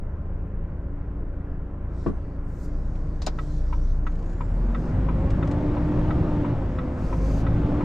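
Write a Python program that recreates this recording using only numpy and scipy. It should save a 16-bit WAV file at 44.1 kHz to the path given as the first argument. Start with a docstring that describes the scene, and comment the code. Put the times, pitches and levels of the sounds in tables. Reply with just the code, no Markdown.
"""A diesel engine idles, takes load and pulls away through a gear change, inside the cab of a heavy truck.
Over it come brake-air hisses and a thump, loose trim, a stalk snap, indicator ticks and a turbo whistle.
Engine tones are sines locked to the firing rate; roar, chassis rumble and air are noise shaped in frequency.
Knocks are decaying modes or short noise bursts, with a brief padded echo of the cab.
"""
import sys
import numpy as np
from scipy import signal
from scipy.fft import rfft, irfft
from scipy.io import wavfile
from scipy.ndimage import uniform_filter1d

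SR = 44100
rng = np.random.default_rng(int(sys.argv[2]) if len(sys.argv) > 2 else 0)


def wav_record(signal):
    """Record a signal, one row per channel, as 16-bit PCM in the file named by sys.argv[1]."""
    frames = np.transpose(np.atleast_2d(signal))
    bounded = np.clip(frames, -1, 1)
    # unit amplitude maps onto the largest positive 16-bit level
    quanta = np.round(bounded * 32767).astype(np.int16)
    wavfile.write(sys.argv[1], SR, quanta)


N = 345743
T = np.arange(N) / SR
GEAR = 31 / 6  # gear whine as a multiple of the firing rate
TRIM_T60 = 0.04  # s, decay time of loose trim

# Spectrum of loose trim striking its seat: hz, density_db (dB per Hz)
TRIM_SPECTRUM = [(800, -26), (2000, 7.5), (3500, -0.5), (7000, -10), (9000, -19), (13000, -43.5)]
# Spectrum of the dry scratch under the indicator and the thumps: hz, density_db (dB per Hz)
SCRATCH_SPECTRUM = [(700, -26.5), (1100, 5), (1500, -3), (2200, -12.5), (3800, -14), (5000, -33),
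                    (9000, -57.5)]


def gain_of(db):
    """Decibel law: converts a level in dB to an amplitude ratio."""
    return 10 ** (np.asarray(db) / 20)


def evened(x):
    """Normalisation by mean power: scales a signal to rms 1."""
    return x / np.sqrt(np.mean(x ** 2) + 1e-20)


def read(points, hz):
    """Logarithmic frequency scale: interpolates a spectrum between its points along log frequency."""
    f, value = np.transpose(points)
    return np.interp(np.log(hz + 1), np.log(f + 1), value)


def add(mix, s, sound):
    """Superposition: sums a sound into the mix from time s, cut at the end of the mix."""
    part = mix[..., round(s * SR):][..., :sound.shape[-1]]
    part += sound[..., :part.shape[-1]]


def drift(rate_hz, size=N):
    """Band-limited random fluctuation: random knots at rate_hz, resampled smoothly to rms 1."""
    knots = rng.standard_normal(int(size / SR * rate_hz) + 3)
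    return evened(signal.resample(knots, size))


def noise(shape_db, patchy_db, size=1024):
    """Partly coherent stereo noise: shape_db(hz, s) sets its level over frequency and time."""
    # Likeness of left and right: hz, coherence (1 = the same)
    likeness = [(60, 1), (290, .98), (630, .9), (1370, .8), (3000, .7), (14300, .6)]
    # Phase by which the left leads: hz, lead_rad
    phase_lead = [(100, 0), (1810, -.6), (3530, -.6), (4480, 0)]
    # Level difference, left minus right: hz, lean_db
    level_lean = [(60, .5), (370, -.7), (1260, 1.5), (7800, 2.5), (14300, 7)]
    hop = size // 4
    frames, hz = N // hop + 5, np.fft.rfftfreq(size, 1 / SR)
    a, b, c, d, patches = rng.standard_normal((frames, len(hz), 5)).T
    # random patches of level, smoothed over neighbouring bins and frames
    patches = uniform_filter1d(patches, size=size // 100, axis=0)
    patches = evened(uniform_filter1d(patches, size=4096 // hop, axis=1))

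    same = np.clip(read(likeness, hz), -1, 1)[:, None]
    left = a + 1j * b
    independent = c + 1j * d
    shared = same * left * np.exp(-1j * read(phase_lead, hz))[:, None]
    right = shared + np.sqrt(1 - same ** 2) * independent
    lean = gain_of(read(level_lean, hz) / 2)[:, None]

    frame_s = np.arange(frames) * hop / SR
    amplitude = gain_of(shape_db(hz, frame_s) + patchy_db * patches)
    spectra = np.array([left * lean, right / lean]) * amplitude
    return signal.istft(spectra, nperseg=size, noverlap=size - hop)[1][:, :N]


def banded(points, hz, lo_hz, hi_hz):
    """Power summed over a band: scales a spectrum so that noise made from it has rms 1 between lo and hi."""
    db = read(points, hz)
    inside = (hz >= lo_hz) & (hz < hi_hz)
    power = np.sum(gain_of(db[inside]) ** 2) / 1.5  # 1.5 allows for the overlapping windows
    return db - 10 * np.log10(power)


def ring(modes, rise_s):
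    """Modal decay: a blow sets off damped sines (hz, level_db, t60_s), scaled together to peak 1."""
    t = np.arange(8192) / SR
    x = sum(gain_of(db - 60 * t / t60) * np.sin(2 * np.pi * hz * t) for hz, db, t60 in modes)
    x = x * (1 - np.exp(-t / rise_s))
    return x / abs(x).max()


def burst(points, tilt_db, t60, rise_s):
    """Impact noise: a coloured random burst with a fast rise and an exponential decay."""
    t, hz = np.arange(8192) / SR, np.fft.rfftfreq(8192, 1 / SR)
    colour = gain_of(read(points, hz) + tilt_db * np.log2(hz / 2000 + .1))  # tilt in dB per octave
    crack = evened(irfft(rfft(rng.standard_normal(len(t))) * colour))
    return crack * gain_of(-60 * t / t60) * (1 - np.exp(-t / rise_s))


def drive(t):
    """Operating point of the engine: firing rate, torque, roar level and load 0-1 at times t."""
    # Course of the drive: time_s, firing_rate_hz, torque_db, roar_db
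    course = [(0, 27.62, -7, -50.5), (2.6, 27.42, -7.5, -49), (2.801, 29.58, 1.5, -49.5),
              (3.35, 29.02, -3.5, -49), (3.65, 29.17, 3, -49.5), (3.901, 28.65, 7, -49.5),
              (4.101, 28.4, 1, -48.5), (4.4, 35.2, 0.5, -45.5), (4.7, 43.71, -1, -42.5),
              (5.001, 50.33, 2, -39.5), (5.401, 53.37, -3, -38.5), (5.599, 57, -5, -38),
              (5.999, 58.5, -4, -36.5), (6.2, 59.66, -2, -37), (6.499, 56.31, -12, -37.5),
              (6.6, 51.68, -5, -39.5), (6.9, 47.58, -6, -40.5), (7.2, 50.54, 0.5, -39.5),
              (7.6, 56.3, -1, -37), (7.84, 57.63, -12, -36)]
    idle_db, full_db = -50, -37  # roar level at load 0 and at load 1
    s, *columns = np.transpose(course)
    hz, torque_db, roar_db = (np.interp(t, s, c) for c in columns)
    load = np.clip((roar_db - idle_db) / (full_db - idle_db), 0, 1)
    return hz, torque_db, roar_db, load


def engine_tones(turns, torque_db, load, hz):
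    """Periodic forcing: sines at multiples of the firing rate, coloured by cab resonances."""
    # Firing, shaft orders, then gear whine and its overtones: multiple (of the firing rate)
    multiples = [1, 2, .5, 17 / 6, 3, GEAR, 2 * GEAR, 3 * GEAR, 4 * GEAR]
    # The same tones, ahead of cab gain: level_db, torque_share, full_load_gain_db, waver_db
    tone_levels = [(-26, .95, .3, 0.7), (-30.5, 0.77, 1, 2), (-31, 0, -2, 2.5), (-53, 0, 22, 2.5),
                   (-39, 0.3, 1.5, 3), (-34, 0.2, -0.8, 1.5), (-53.5, -.15, 2.5, 3), (-61, 0, 2, 3),
                   (-67, 0.1, 3, 3)]
    # How the cab passes those tones: hz, gain_db
    cab_gain = [(25.5, -13), (28, -1), (35, -2.5), (44, 6), (47, -8), (51, 1.5), (58, -3), (85, -14.5),
                (97, -7), (111, 5), (120, -10.5), (142, -19), (150, -8), (165, -3), (182, -20), (226, 1),
                (265, -4.5), (296, 6.5), (320, -2), (400, -2), (430, -8), (450, 1), (530, 5), (610, 2),
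                (700, -4), (900, 7)]
    # Further tones, ahead of the fade with load and torque: multiple (of the firing rate), level_db
    idle_orders = [(.88, -44), (1.5, -53), (1.6, -52), (7 / 3, -46), (2.5, -51), (3, -43), (4, -50),
                   (4.5, -55), (6, -54), (7, -52), (12.81, -58), (15.32, -61)]
    waver_hz = 9  # how fast the tones waver in level
    tones = np.zeros(N)
    for k, (db, share, load_db, waver_db) in zip(multiples, tone_levels):
        level_db = db + share * torque_db + load_db * load
        level_db = level_db + read(cab_gain, k * hz) + waver_db * drift(waver_hz)
        tones += gain_of(level_db) * np.sin(2 * np.pi * (k * turns + rng.random()))
    for k, db in idle_orders:
        level_db = db - .5 * torque_db - 28.0 * load + 1.6 * drift(waver_hz / 2)
        tones += gain_of(level_db) * np.sin(2 * np.pi * (k * turns + rng.random()))
    return np.sqrt(2) * tones  # a sine of rms 1 peaks at root 2


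def engine_roar(turns):
    """Amplitude-modulated noise: the roar brightens with load and throbs with each firing."""
    # Roar spectrum at idle: hz, density_db (dB per Hz)
    roar_idle = [(20, 5), (60, 18.5), (150, 1), (230, 8.5), (350, 3), (420, 0.5), (500, 1.5), (575, 2),
                 (660, -3.5), (950, -8), (1050, -4), (1150, -10.5), (1400, -9.5), (1490, -11.5),
                 (1650, -14), (3100, -32.5), (6000, -67), (9000, -53), (11000, -77.5)]
    # Roar spectrum at full load: hz, density_db (dB per Hz)
    roar_load = [(20, -0.5), (160, 14.5), (240, 8.5), (350, 10), (420, -1.5), (520, 5), (640, -0.5),
                 (900, -5), (1330, -10), (2000, -17.5), (5700, -39.5), (8800, -47.5), (10500, -72.5),
                 (14000, -91.5)]

    def shape_db(f, t):
        idle, full = (banded(p, f, 380, 850)[:, None] for p in (roar_idle, roar_load))
        _, _, roar_db, load = drive(t)
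        return idle + (full - idle) * load + roar_db

    throb = 1 + 0.051 * np.cos(2 * np.pi * turns)
    return throb * noise(shape_db, patchy_db=1)


def engine():
    """Phase locking: tones and throb follow one slightly unsteady count of firings."""
    hz, torque_db, _, load = drive(T)
    turns = np.cumsum(hz * (1 + 0.003 * drift(4.0))) / SR  # firings so far
    tones = engine_tones(turns, torque_db, load, hz)
    return tones * gain_of([[.25], [-.25]]) + engine_roar(turns)


def chassis():
    """Low-frequency resonance: lumpy shaking booms in the cab and grows with load and torque."""
    # Chassis rumble: hz, density_db (dB per Hz)
    rumble = [(6, -24), (12, -1.5), (22, 11.5), (36, -2), (65, 7), (100, 4.5), (125, -1.5), (162, 5),
              (200, -4.5), (300, -14), (600, -73)]

    def shape_db(f, t):
        _, torque_db, _, load = drive(t)
        level_db = -38.5 + 10.5 * load + 0.32 * torque_db
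        return banded(rumble, f, 65, 200)[:, None] + level_db

    return noise(shape_db, patchy_db=0.5, size=4096)


def airflow_db(f, t):
    """Addition of powers: each hiss opens, glides in level and shuts, over a steady seep."""
    # Hisses in lines and vents: start_s, length_s, first_db, last_db, tilt_db (dB per octave)
    puffs = [(2.028, 0.058, -66, -64.5, -0.5), (2.136, 0.26, -76.5, -81, 0), (2.5, 0.18, -74.5, -75, 9.5),
             (2.624, 0.027, -68.5, -63, 6.5), (2.68, 1.3, -72, -72, 0), (3.423, 0.17, -63, -64.5, -0.5),
             (3.66, 0.25, -68, -70, -5.5), (3.932, 0.18, -79, -78, 2), (4.15, 3.7, -71.5, -71.5, 0),
             (4.79, 0.12, -69, -70, 1), (7.03, 0.15, -63.5, -62.5, 1.5), (7.248, 0.16, -59.5, -57, 1)]
    seep_db, open_s, shut_s = -85.5, 0.2, 0.043  # steady seep; ramps ahead of and after each hiss
    power = gain_of(seep_db) ** 2 + np.zeros((len(f), len(t)))
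    for start, length, first_db, last_db, tilt_db in puffs:
        end = start + length
        opening, shutting = (t - start) / open_s + 1, (end - t) / shut_s + 1
        gate = np.clip(np.minimum(opening, shutting), 0, 1) ** 2
        level = gate * gain_of(np.interp(t, [start, end], [first_db, last_db]))
        power += np.outer(gain_of(tilt_db * np.log2(f / 6000 + .1)), level) ** 2
    return 10 * np.log10(power)


def hisses():
    """Turbulent jet noise: air escapes as broadband hiss, and weak flow loses its top."""
    # Spectrum of escaping air: hz, density_db (dB per Hz)
    hiss = [(1500, -30), (3500, -5), (4670, -2), (5650, -3), (6930, -5), (9200, -14), (10200, -22),
            (12200, -17), (14500, -30)]

    def shape_db(f, t):
        flow_db = airflow_db(f, t)
        dull_db = np.clip(f / 1500 - 6, 0, 1)[:, None] * np.clip(-60 - flow_db, 0, 20)
        return banded(hiss, f, 4000, 9000)[:, None] + flow_db - dull_db

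    return noise(shape_db, patchy_db=2.2, size=512)


def whistles():
    """Frequency modulation: thin gliding tones of air lines and turbo, blurred by random pitch wander."""
    # One list for each whistle: time_s, pitch_hz, level_db
    glides = [
        [(1.94, 7300, -84), (1.97, 8000, -80), (2.01, 7400, -84)],
        [(2.075, 8000, -82), (2.11, 8500, -84), (2.15, 8650, -83), (2.19, 8000, -88)],
        [(4.29, 9100, -87), (4.38, 10300, -87), (4.45, 10350, -89)],
        [(1.97, 5520, -78), (2.03, 5520, -80), (2.045, 5500, -68), (2.06, 5520, -85)],
        [(3.6, 5650, -72), (3.87, 5900, -70), (3.95, 6250, -77), (4.2, 6540, -77), (4.33, 6960, -73),
         (4.51, 7600, -76), (4.55, 8600, -83), (4.59, 8750, -79), (4.64, 8200, -86)],
    ]
    out = np.zeros((2, N))
    for rows in glides:
        s, hz, db = np.transpose(rows)
        t = np.arange(s[0], s[-1], 1 / SR)
        pitch_hz = np.interp(t, s, hz)
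        blur = .012 + .03 * np.clip(6.1 - pitch_hz / 1000, 0, 1)  # breathier when low
        blur = blur * np.clip(len(t) / SR + .3, 0, 1)  # short chirps stay thin
        turns = np.cumsum(pitch_hz * (1 + blur * drift(900., len(t)))) / SR
        level_db = np.interp(t, s, db) + 4. * drift(30., len(t))
        tone = gain_of(level_db) * np.sin(2 * np.pi * turns)
        fade = signal.windows.tukey(len(t), .03 * SR / len(t))
        add(out, s[0], tone * fade * gain_of([[2.5], [-.6]]))
    return out


def thumps(out):
    """Modal excitation: each thump rings low modes over a faint dull scratch."""
    # Modes of the thump: hz, level_db, t60_s
    thud = [(83.5, -10, 0.2), (170, -8, 0.17), (210, -4, 0.16), (280, 0, 0.11), (330, -1, 0.085),
            (428, -2, 0.07), (483, -11, 0.07), (547, -8, 0.06), (630, -13, 0.05), (1060, -11, 0.03)]
    # Blows: time_s, level_db (peak of the ringing, ahead of panning and echo)
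    blows = [(2.0622, -13.5), (2.0683, -16), (2.0855, -24), (2.097, -25)]
    for s, db in blows:
        add(out, s, gain_of(db) * ring(thud, 0.0016))
        add(out, s, gain_of(db - 20.0) * burst(SCRATCH_SPECTRUM, -8.5, 0.065, 0.0017))


def trim(out):
    """Impact noise of loose parts: single ticks, and a regular rattle as the clutch bites."""
    # Single ticks: time_s, level_db
    ticks = [(2.9527, -54), (3.0694, -64), (4.07, -51), (5.304, -42), (5.474, -44), (5.512, -39.5)]
    for s, db in ticks:
        add(out, s, gain_of(db) * burst(TRIM_SPECTRUM, 0, TRIM_T60, 0.00085))
    start_s, every_s, count = 4.119, .035, 7  # spaced close to the firing period
    for k in range(count):
        add(out, start_s + k * every_s, gain_of(-57) * burst(TRIM_SPECTRUM, 5.5, TRIM_T60, 0.0016))


def stalk(out):
    """Snap-through of a sprung detent: the indicator stalk cracks over and bounces."""
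    # Spectrum of the stalk: hz, density_db (dB per Hz)
    stalk_spectrum = [(400, 0.5), (690, 5), (1100, 3.5), (1500, -4), (3200, -8), (4500, -2), (7000, -10.5),
                      (9000, -27.5), (13500, -46)]
    # Detent and its bounces: time_s, level_db, tilt_db (dB per octave), t60_s
    snaps = [(3.218, -30, 1.5, 0.024), (3.221, -44, 0.5, 0.14), (3.2642, -22, 7, 0.026),
             (3.268, -22.5, -3.5, 0.073)]
    for s, db, tilt_db, t60 in snaps:
        add(out, s, gain_of(db) * burst(stalk_spectrum, tilt_db, t60, 0.0018))


def indicator(out):
    """Modal excitation: tick and tock weigh the same panel modes differently, over a dry scratch."""
    # Modes of the dashboard panel: hz, tick_db, tock_db, t60_s
    panel_modes = [(930, -20, 0, .1), (990, -6, 11, .04), (1060, 3, 5, .028), (1160, 3, -6, .04),
                   (1306, 9, 2, .04), (1420, 0, -12, .03), (1600, -3, -14, .04), (1940, -2, -13, .05),
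                   (2220, -9, -9, .045), (2400, -12, -11, .04), (2510, -9, -24, .04), (2790, -12, -15, .04),
                   (3590, -15, -28, .045)]
    # Tick, then tock: level_db, rise_s, scratch_db (relative), scratch_tilt_db (dB per octave)
    strokes = [(-28, .001, -13, 0), (-25.5, .003, -17, -2)]
    start_s, every_s, count = 3.3868, .33993, 14
    for k in range(count):
        db, rise_s, scratch_db, tilt_db = strokes[k % 2]
        modes = [(row[0], row[1 + k % 2], row[3]) for row in panel_modes]
        scratch = gain_of(scratch_db) * burst(SCRATCH_SPECTRUM, tilt_db, 0.07, rise_s)
        add(out, start_s + k * every_s, gain_of(db) * (ring(modes, rise_s) + scratch))


def knocks():
    """Superposition of impacts: thumps, loose trim, stalk and indicator in one channel."""
    out = np.zeros(N)
    for source in (thumps, trim, stalk, indicator):
        source(out)
    return out


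def cab(x, t60=0.05):
    """Reverberation in a padded space: sparse echoes of random sign die away exponentially."""
    size = SR // 4
    taps = np.zeros((2, size))
    # one tap in each 20-sample slot, placed apart for left and right
    at = np.arange(80, size - 20, 20) + rng.integers(0, 20, (2, (size - 81) // 20))
    np.put_along_axis(taps, at, rng.choice([-1., 1.], at.shape), 1)
    tail = taps * gain_of(-60 * np.arange(size) / SR / t60)
    return signal.oaconvolve(x[None], tail / np.linalg.norm(tail[0]), axes=1)[:, :N]


def scene():
    """Level panning: engine, chassis and air surround knocks that lean left, with their cab echo."""
    hits = knocks()
    panned = hits * gain_of([[1.4], [-1.8]])
    return engine() + chassis() + hisses() + whistles() + panned + gain_of(-3.5) * cab(hits)


def record(dry):
    """Band limitation: a linear-phase low-pass removes what lies above its edge."""
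    edge_hz = 14700
    low_pass = signal.firwin(511, edge_hz, window=("kaiser", 9), fs=SR)
    return signal.oaconvolve(dry, low_pass[None], "same")


dry = scene()
out = record(dry)
wav_record(out)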